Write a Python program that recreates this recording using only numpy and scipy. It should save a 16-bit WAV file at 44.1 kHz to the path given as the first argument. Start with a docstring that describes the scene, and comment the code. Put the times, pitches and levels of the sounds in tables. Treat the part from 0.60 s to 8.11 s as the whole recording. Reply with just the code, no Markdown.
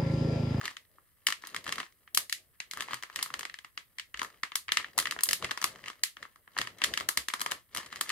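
"""In a small soft bedroom, a stiff plastic sachet is kneaded in both hands close to a two-port microphone.
Creases buckle with short snaps, shaped noise bursts through broad resonances; thousands of smaller ones crackle.
Fingers rub and press the filled pouch, a low lumpy noise, and the filling slumps with soft low-tone thuds.
Surfaces beside the microphone return snaps and crackle within about two milliseconds; the room answers
with a brief diffuse tail, over a steady hush and hiss."""
import sys
import numpy as np
from scipy import signal
from scipy.fft import rfft, irfft, next_fast_len
from scipy.io import wavfile
from scipy.ndimage import map_coordinates

SR = 44100
rng = np.random.default_rng(int(sys.argv[2]) if len(sys.argv) > 2 else 0)


def to_wav(sig):
    """Store sig (one row per channel, or 1-D mono) as 16-bit WAV at the path in sys.argv[1].

    Samples outside -1..1 are clipped; the rate is SR.
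    """
    pcm = np.clip(np.atleast_2d(sig), -1, 1) * 32767
    pcm = np.round(pcm).astype(np.int16)
    wavfile.write(sys.argv[1], SR, pcm.T)  # frames by channels


N = 331191  # length in samples


def amp(db):
    """Gain of a level in dB."""
    return 10 ** (np.asarray(db) / 20)


def unit(x):
    """x scaled to rms 1 over all its channels."""
    return x / np.sqrt(np.mean(x ** 2) + 1e-20)


def along(points, hz):
    """Curve through (frequency [Hz], value) points, straight on a log-frequency axis."""
    point_hz, value = np.transpose(points)
    return np.interp(np.log(hz + 1), np.log(point_hz + 1), value)


def filtered(x, response):
    """x through a filter given as a complex response of frequency."""
    length = next_fast_len(x.shape[-1] + 8192)
    spectrum = rfft(x, length) * response(np.fft.rfftfreq(length, 1 / SR))
    return irfft(spectrum, length)[..., :x.shape[-1]]


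def wobble(rate):
    """A smooth random curve with rate knots a second."""
    knots = rng.standard_normal(int(N * rate / SR) + 4)
    return map_coordinates(knots, [np.arange(N) * rate / SR])


def resonance(hz, centre_hz, width_hz):
    """A causal band-pass of gain 1 at its centre."""
    return 1j * hz * width_hz / (centre_hz ** 2 - hz ** 2 + 1j * hz * width_hz)


# colour of room hush and microphone hiss: (frequency [Hz], relative density [dB per Hz])
HUSH_COLOUR = [(15, -57), (25, -5), (91, -5), (247, -20), (342, -21), (746, -34), (1920, -22.5),
               (2440, -31.5), (6990, -35.5), (7790, -25.5), (12000, -19), (15700, -23)]
HUSH_DB, HUSH_TOP_HZ = -69.0, 15750  # rms before the microphone's bass cut; upper edge


def hush():
    """Steady hush and hiss: coloured noise, unrelated at the two ports."""
    white = rng.standard_normal((2, N))
    noise = filtered(white, lambda hz: amp(along(HUSH_COLOUR, hz)) * (hz < HUSH_TOP_HZ))
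    return amp(HUSH_DB) * unit(noise)


# squeezes of the hands:
# (peak time [s], relative crackle level [dB], relative pressing level [dB], fade [dB per s])
SQUEEZES = [(0.049, -39.5, -56.5, 200), (.69, -76, -80, 130), (0.861, -48, -72, 102), (.97, -47, -56, 300),
            (1.089, -40.5, -51, 157), (1.202, -39, -49, 304), (1.577, -60, -57.5, 194),
            (1.94, -68, -84, 198), (2.2, -41.5, -55.5, 140), (2.331, -36.5, -57, 296),
            (2.58, -40.5, -61.5, 100), (2.74, -60, -58, 98), (3.392, -65, -70, 198), (3.62, -48, -57, 112),
            (4.189, -44, -56, 117), (4.402, -50, -47, 76), (4.7, -56, -51.5, 98), (4.848, -39.5, -42, 200),
            (5.039, -49, -54, 49), (5.281, -42.5, -68, 397), (5.63, -52.5, -62, 182),
            (6.001, -41, -49, 146), (6.238, -42, -48, 88), (6.41, -55, -52.5, 198),
            (6.58, -52.5, -55.5, 200), (6.81, -49, -53, 150), (6.921, -39.5, -45, 300),
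            (7.188, -38.5, -51, 176), (7.26, -49, -65, 300), (7.349, -42.5, -57.5, 102),
            (7.5, -38, -62, 98)]
RISE_DB_PER_S = 298.5
REST_CRACKLE_DB, REST_PRESS_DB = -74.5, -79.5  # the hands merely hold the pouch


def hands():
    """Crackle and pressing level curves in dB: each squeeze builds up, peaks and lets go."""
    peak_s, crackle_db, press_db, fade = np.transpose(SQUEEZES)[..., None]
    step = 64  # samples between points of the curves
    after_peak_s = np.arange(0, N + step, step) / SR - peak_s
    under_peak_db = np.where(after_peak_s < 0, RISE_DB_PER_S, -fade) * after_peak_s

    def curve(top_db, rest_db):
        """The strongest squeeze at each moment, never below the resting grip."""
        db = np.maximum(rest_db, (top_db + under_peak_db).max(axis=0))
        return np.interp(np.arange(N) / step, np.arange(len(db)), db)

    return curve(crackle_db, REST_CRACKLE_DB), curve(press_db, REST_PRESS_DB)


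# parts of one snap, in order: push on the filling, hollow knock, bulging face, crease edge, sharp tick;
# each a decaying burst through a resonance used three times over:
# (centre [Hz], width of one resonance [Hz], burst t60 [s])
SNAP_PARTS = [(342, 690, 0.034), (1222, 1143, 0.0066), (2182, 1550, 0.013), (4540, 6840, 0.011),
              (11200, 11000, 0.028)]


def buckle(times, parts_db, alike, size=640, order=128):
    """Snaps as a faint lead-in, a sudden flip and a dying rattle through broad resonances: left, right, all-round."""
    t = (np.arange(size) - order) / SR  # the flip is at 0
    hz = np.fft.rfftfreq(2 * size, 1 / SR)
    burst = rng.standard_normal((len(times), 3, size))
    burst[:, 0, order] = 4.33 * np.sign(burst[:, 0, order])  # the crease flips at once, in or out
    # the ports face the crease from slightly different sides: a common part and a part of their own
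    pair = np.sqrt(alike) * burst[:, :1] + np.sqrt(1 - alike) * burst[:, 1:]
    # averaged over all directions the rattle evens out: the walls hear only the flip
    all_round = burst[:, :1] * (t == 0)
    heard = np.concatenate([pair, all_round], axis=1)
    # faint noise rises steeply, over a few milliseconds at most, before the flip
    lead_in = amp(-13 + 60 * t / .008)
    snap = 0
    for k, (centre_hz, width_hz, t60) in enumerate(SNAP_PARTS):
        shape = np.where(t < 0, lead_in, amp(-60 * t / t60))
        sign = (-1) ** k  # neighbours alternate so that their flanks add
        band = sign * resonance(hz, centre_hz, width_hz) ** 3
        part = irfft(rfft(heard * shape, 2 * size) * band)[..., :size]
        part /= np.linalg.norm(part, axis=2, keepdims=True)
        snap = snap + amp(parts_db[:, k])[:, None, None] * part
    # lay every snap on the timeline with its flip at the given time
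    starts = np.round(times * SR).astype(int)[:, None]
    at = (starts + np.arange(size)).ravel()
    return np.array([np.bincount(at, snap[:, c].ravel(), N + size)[order:N + order] for c in range(3)])


def crackle(level_db, count=4500):
    """Many small creases give way at random, fusing into a rustle; a few stand out."""
    luck = rng.random((count, 7))
    times = luck[:, 0] * (N - 1) / SR
    strength_db = -2.7 * np.log(luck[:, 1:2] + 1e-9)
    spread_db = 20 * (luck[:, 2:] - .5)
    parts_db = strength_db + [-13.0, -1.0, 3.0, -2.5, -19] + spread_db
    creases = buckle(times, parts_db, alike=0.95, size=320, order=32)
    return amp(level_db + 1.2) * unit(creases)


# colour of the pressing: (frequency [Hz], relative density [dB per Hz])
PRESS_COLOUR = [(25, -33.5), (60, -4.5), (130, -6.5), (300, -8), (600, -6), (1000, -21.5), (1600, -120)]


def pressing(level_db):
    """Fingers shift the filling: low noise of lumpy level, nearly alike at both ports."""
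    mid, side = filtered(rng.standard_normal((2, N)), lambda hz: amp(along(PRESS_COLOUR, hz)))
    lumps = amp(4.6 * wobble(24))
    ports = np.array([1.72 * mid + 0.11 * side, mid - .35 * side])
    return amp(level_db + 0.1) * unit(lumps * ports)


# buckling creases, levels before housing and reflections:
# (time [s], energy of the face [dB], hollow knock over the face [dB], treble slope [dB per octave])
SNAPS = [(0.013, -16.5, 5, -6), (0.0388, -30.5, 14, -1.5), (0.055, -7.5, -12, -5),
         (0.0791, -5.5, -10, -12.5), (0.1107, -23.5, -1, -5.5), (0.168, -14, -17, -8.5),
         (0.384, -47, 18, -18), (0.669, 4.5, -19, -3), (0.6854, -7, -0.5, -2.3), (0.7037, -8, -6, -4),
         (0.724, -2, -12.5, -8), (0.8378, -20.5, 4.5, -15), (0.8713, -25, -1, 4.2), (0.9461, -13, 3, -4),
         (0.9634, -5, -15, -7.5), (1.042, -28.5, -6.5, 2.5), (1.066, -11.5, -1.5, -13.5),
         (1.0781, -14, -3, -5), (1.0921, -8, -9, -9), (1.1241, -2.5, -11.5, -6.5), (1.1572, -18, -9, -2.1),
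         (1.182, -9.5, -1, -12.5), (1.2056, -15, -6, -14.5), (1.2304, -17, -1, -21.5),
         (1.4767, -25, -8, -24), (1.5478, -14.5, -15, 7.5), (1.574, -0.5, -4.5, 3.2), (1.697, -13, -19, -1),
         (1.7263, -2.5, -34, -1.5), (2.0025, -5, -16, -9.5), (2.1119, -12.5, -20, -1.5),
         (2.135, -17.5, -1.5, -0.3), (2.1727, -22, 10.5, 0.5), (2.207, -6.5, -4, -4), (2.2226, -14, 0, -3),
         (2.2845, -16, 0.5, -30), (2.3091, -19, 6, -13.5), (2.322, -18, -14, -12.5), (2.333, -9.5, 3, -6.5),
         (2.343, -15.5, -1, 0.5), (2.4255, -17.5, -7, -3.5), (2.4345, -11, -3, -8),
         (2.4993, -21.5, 0.5, -13), (2.56, -7.5, -11, -2), (2.59, -7.5, -7, -11), (2.597, -18, 0, -6),
         (2.6274, -9, -9, 3.5), (2.6605, -26, 11.5, 1.5), (2.703, -21.5, 6, -13.5), (2.74, -6.5, -4, -6.5),
         (2.7931, -16, 0, 1.7), (2.8089, -14, -5.5, -6), (2.831, -13.5, -5, -8), (2.8524, -8, -6, -8.5),
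         (2.8974, -14, -17, -16), (2.9416, -12, -15.5, -11.5), (2.988, -18, -11, -7.5),
         (3.0469, -17.5, -4, -10.5), (3.1763, -7.5, -11, -9.5), (3.385, -8.5, -22.5, -10.5),
         (3.3971, -8, -24, -8.5), (3.5433, -8.5, -10, -16.5), (3.5735, -17.5, -21, -7),
         (3.5941, -6.5, -9, -8), (3.617, -9, 5, -7.5), (3.6305, -17.5, 6, 1), (3.6472, -20.5, 7, -2.5),
         (3.834, -2, -5.5, -10), (3.9193, -12.5, -7, -15.5), (3.956, -7.5, -3.5, 4.1),
         (4.0827, -7.5, -14, -18), (4.0901, -3.5, -13.5, -32.5), (4.1201, 2.5, -10, -5),
         (4.1712, 7.5, -19.5, -10.5), (4.2, -17.5, 1, -19.5), (4.2068, -23.5, -5, -22),
         (4.2443, -7, -15, -41), (4.379, -11, 8.5, 6.4), (4.3877, -1, -3, 0.5), (4.4, -10.5, -11, 3.2),
         (4.456, -1.5, -14, -14), (4.471, -4, -8.5, -11.5), (4.5106, -5, -15, -3),
         (4.5225, -10.5, -1.5, -6.5), (4.564, -30.5, 18.5, -5.2), (4.5896, -8.5, -5, -13),
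         (4.608, -16, -1, 0), (4.635, -18, 2, 12.5), (4.6571, -19.5, -8, 3.5), (4.689, -3, -11, 0.2),
         (4.71, -6.5, -11, 1), (4.7314, -2.5, -11.5, 2.3), (4.825, -12, 1, -8.5), (4.8451, -1, -19, -11.5),
         (4.8525, -22, 8, -2.5), (4.894, -24, 7, -9.5), (4.91, -3.5, -10, -8), (4.9147, -10.5, 4, -4.5),
         (4.9753, -10, -1, -5), (5.0159, -14, -1, 0.7), (5.0261, -11, -3, -4), (5.042, -0.5, -1, 0.4),
         (5.1586, -25, -1, -9), (5.24, -16, -9, -16), (5.2598, -12, -20, -14), (5.2823, -8.5, -17, -10),
         (5.3308, -29, -1.5, -10), (5.436, -0.5, -15, 0.7), (5.5687, -18.5, -3.5, -12.5),
         (5.6277, -12.5, -9, -13), (5.6525, -36, 17, -6), (5.759, -37, 8, -2), (5.877, -31, 6, -14),
         (5.9668, -14, 6, -32), (5.9778, -11.5, -4, -4), (5.987, 0, -12.5, -7), (6.0148, -3, -5.5, -7),
         (6.0725, -10, -5, -10.5), (6.185, -29, -6, -0.5), (6.218, -0.5, -8.5, -14.5),
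         (6.239, 3, -26, -3.4), (6.2437, 0.5, -13, -3.5), (6.3381, -3.5, -22, -6), (6.375, -2, -7, -5),
         (6.4006, -11, -19, -6), (6.4083, -10.5, 3, -8.5), (6.489, -6.5, 3.5, 4), (6.574, 0, -7, -0.3),
         (6.685, -6.5, -5.5, -1.5), (6.701, -9, -11, -27), (6.7379, -6, 2.5, -2.5), (6.7955, -22, 0, 1.5),
         (6.8062, -15.5, 1, -1), (6.815, -11.5, 5, 3.8), (6.862, -6, 2, -4.5), (6.9131, -14, -6, 1.7),
         (6.9184, -5, -1.5, -4), (7.102, -65, 0, -16), (7.1489, -15, 0.5, 1.5), (7.1632, -17, 5, 0.5),
         (7.1721, -11.5, -8, 1), (7.2616, -25, -7, -1.5), (7.3267, -14.5, -2, -8.5),
         (7.359, -15.5, -10, -4), (7.4108, -7, 1, 2.5), (7.493, -8, -21, -3), (7.502, -4, -12, -9)]
PUSH_DB = -17.5  # push on the filling against the knock
EDGE_DB, TICK_DB = 1.5, -5.5  # edge and tick against the treble slope


def snaps():
    """The creases that buckle loudly enough to point at; each knock also pushes the filling."""
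    times, face_db, hollow_db, slope = np.transpose(SNAPS)
    _, _, face_hz, edge_hz, tick_hz = [part[0] for part in SNAP_PARTS]
    knock_db = face_db + hollow_db
    edge_db = face_db + slope * np.log2(edge_hz / face_hz) + EDGE_DB
    tick_db = face_db + slope * np.log2(tick_hz / face_hz) + TICK_DB
    parts_db = [knock_db + PUSH_DB, knock_db, face_db, edge_db, tick_db]
    return buckle(times, np.transpose(parts_db), alike=0.49)


# hollows that the microphone's housing cuts into snaps and crackle:
# (centre [Hz], width [Hz], share removed at the centre [0-1])
HOLLOWS = [(857, 290, 0.5), (1468, 293, 0.55), (2397, 1390, 0.63), (3750, 57, 0.067), (5650, 1800, 0.35)]


def housing(hz):
    """Each hollow takes a share out of one band; the ports lose the highest treble."""
    hollows = [1 - share * resonance(hz, centre_hz, width_hz) for centre_hz, width_hz, share in HOLLOWS]
    return np.prod(hollows, axis=0) / (1 + (hz / 14600) ** 14)


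# direct sound and near reflections at each port: (delay [ms], signed gain before the port's level [ratio])
NEAR_LEFT = [(0, 0.77), (.635, 0.26), (2.12, -0.096)]
NEAR_RIGHT = [(.05, 0.62), (1.0, 0.34), (2.2, 0.18)]


def near(x):
    """Direct sound plus the first reflections, which are duller; their delays comb all snaps alike."""
    def comb(paths, hz):
        """Sum of the delayed paths; those later than 0.3 ms lose treble above 9 kHz."""
        total = 0
        for ms, gain in paths:
            dull = 1 / (1 + 1j * hz / 9000 * (ms > .3))
            total = total + gain * dull * np.exp(-2j * np.pi * hz * ms / 1000)
        return total

    return filtered(x, lambda hz: np.array([amp(3.5) * comb(NEAR_LEFT, hz), amp(2.5) * comb(NEAR_RIGHT, hz)]))


# dying away of the room: (frequency [Hz], t60 [s])
ROOM_DECAY = [(300, 0.16), (2000, 0.18), (6000, 0.18), (14000, 0.18)]


def room(x, size=4096, count=16384):
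    """A diffuse tail of decaying noise, drawn anew for each block of 4096 samples."""
    out = np.zeros((2, N + size + count + 400))
    late = 150  # samples: walls answer a few milliseconds late
    for start in range(0, N, size):
        hz, t, bins = signal.stft(rng.standard_normal((2, count)), SR, nperseg=256)
        decay = amp(-60 * t / along(ROOM_DECAY, hz)[:, None])
        tail = signal.istft(bins * decay, SR, nperseg=256)[1][:, :count]
        tail = tail / np.linalg.norm(tail[0])
        wet = signal.fftconvolve(x[:, start:start + size], tail, axes=1)
        out[:, start + late:start + late + wet.shape[1]] += wet
    return out[:, :N]


# the filling slumps with a soft thud: (time [s], relative level [dB], pitch [Hz])
THUDS = [(1.079, -58.5, 65.6), (2.326, -55.5, 125), (2.708, -59, 139), (3.542, -54, 57.6),
         (4.068, -59, 86.1), (4.857, -51, 122), (6.026, -54, 119), (6.574, -51, 66.5)]


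def thuds():
    """A few cycles of low tone that swell and fade, the same wave at both ports but stronger on the left."""
    out = np.zeros(N + SR)
    t = np.arange(SR // 5) / SR
    swell = t / 0.023 * np.exp(-t / 0.018)
    for start_s, db, hz in THUDS:
        out[round(start_s * SR):][:len(t)] += amp(db + 9.0) * swell * np.sin(2 * np.pi * hz * t)
    return out[:N] * amp([[1.5], [-1.5]])


def scene():
    """Sachet, its reflections and the quiet room."""
    crackle_db, press_db = hands()
    film = filtered(snaps() + crackle(crackle_db), housing)
    ports, all_round = film[:2], film[2:]
    return near(ports) + amp(-7.0) * room(all_round) + pressing(press_db) + thuds() + hush()


def record(dry):
    """The highest peaks are rounded off, the lowest bass drops away, nothing is kept above the band limit."""
    bass_hz, top_hz = 45, 16700
    rounded = dry / (1 + (dry / .85) ** 4) ** .25
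    return filtered(rounded, lambda hz: 1j * hz / (bass_hz + 1j * hz) * (hz < top_hz))


dry = scene()
out = record(dry)
to_wav(out)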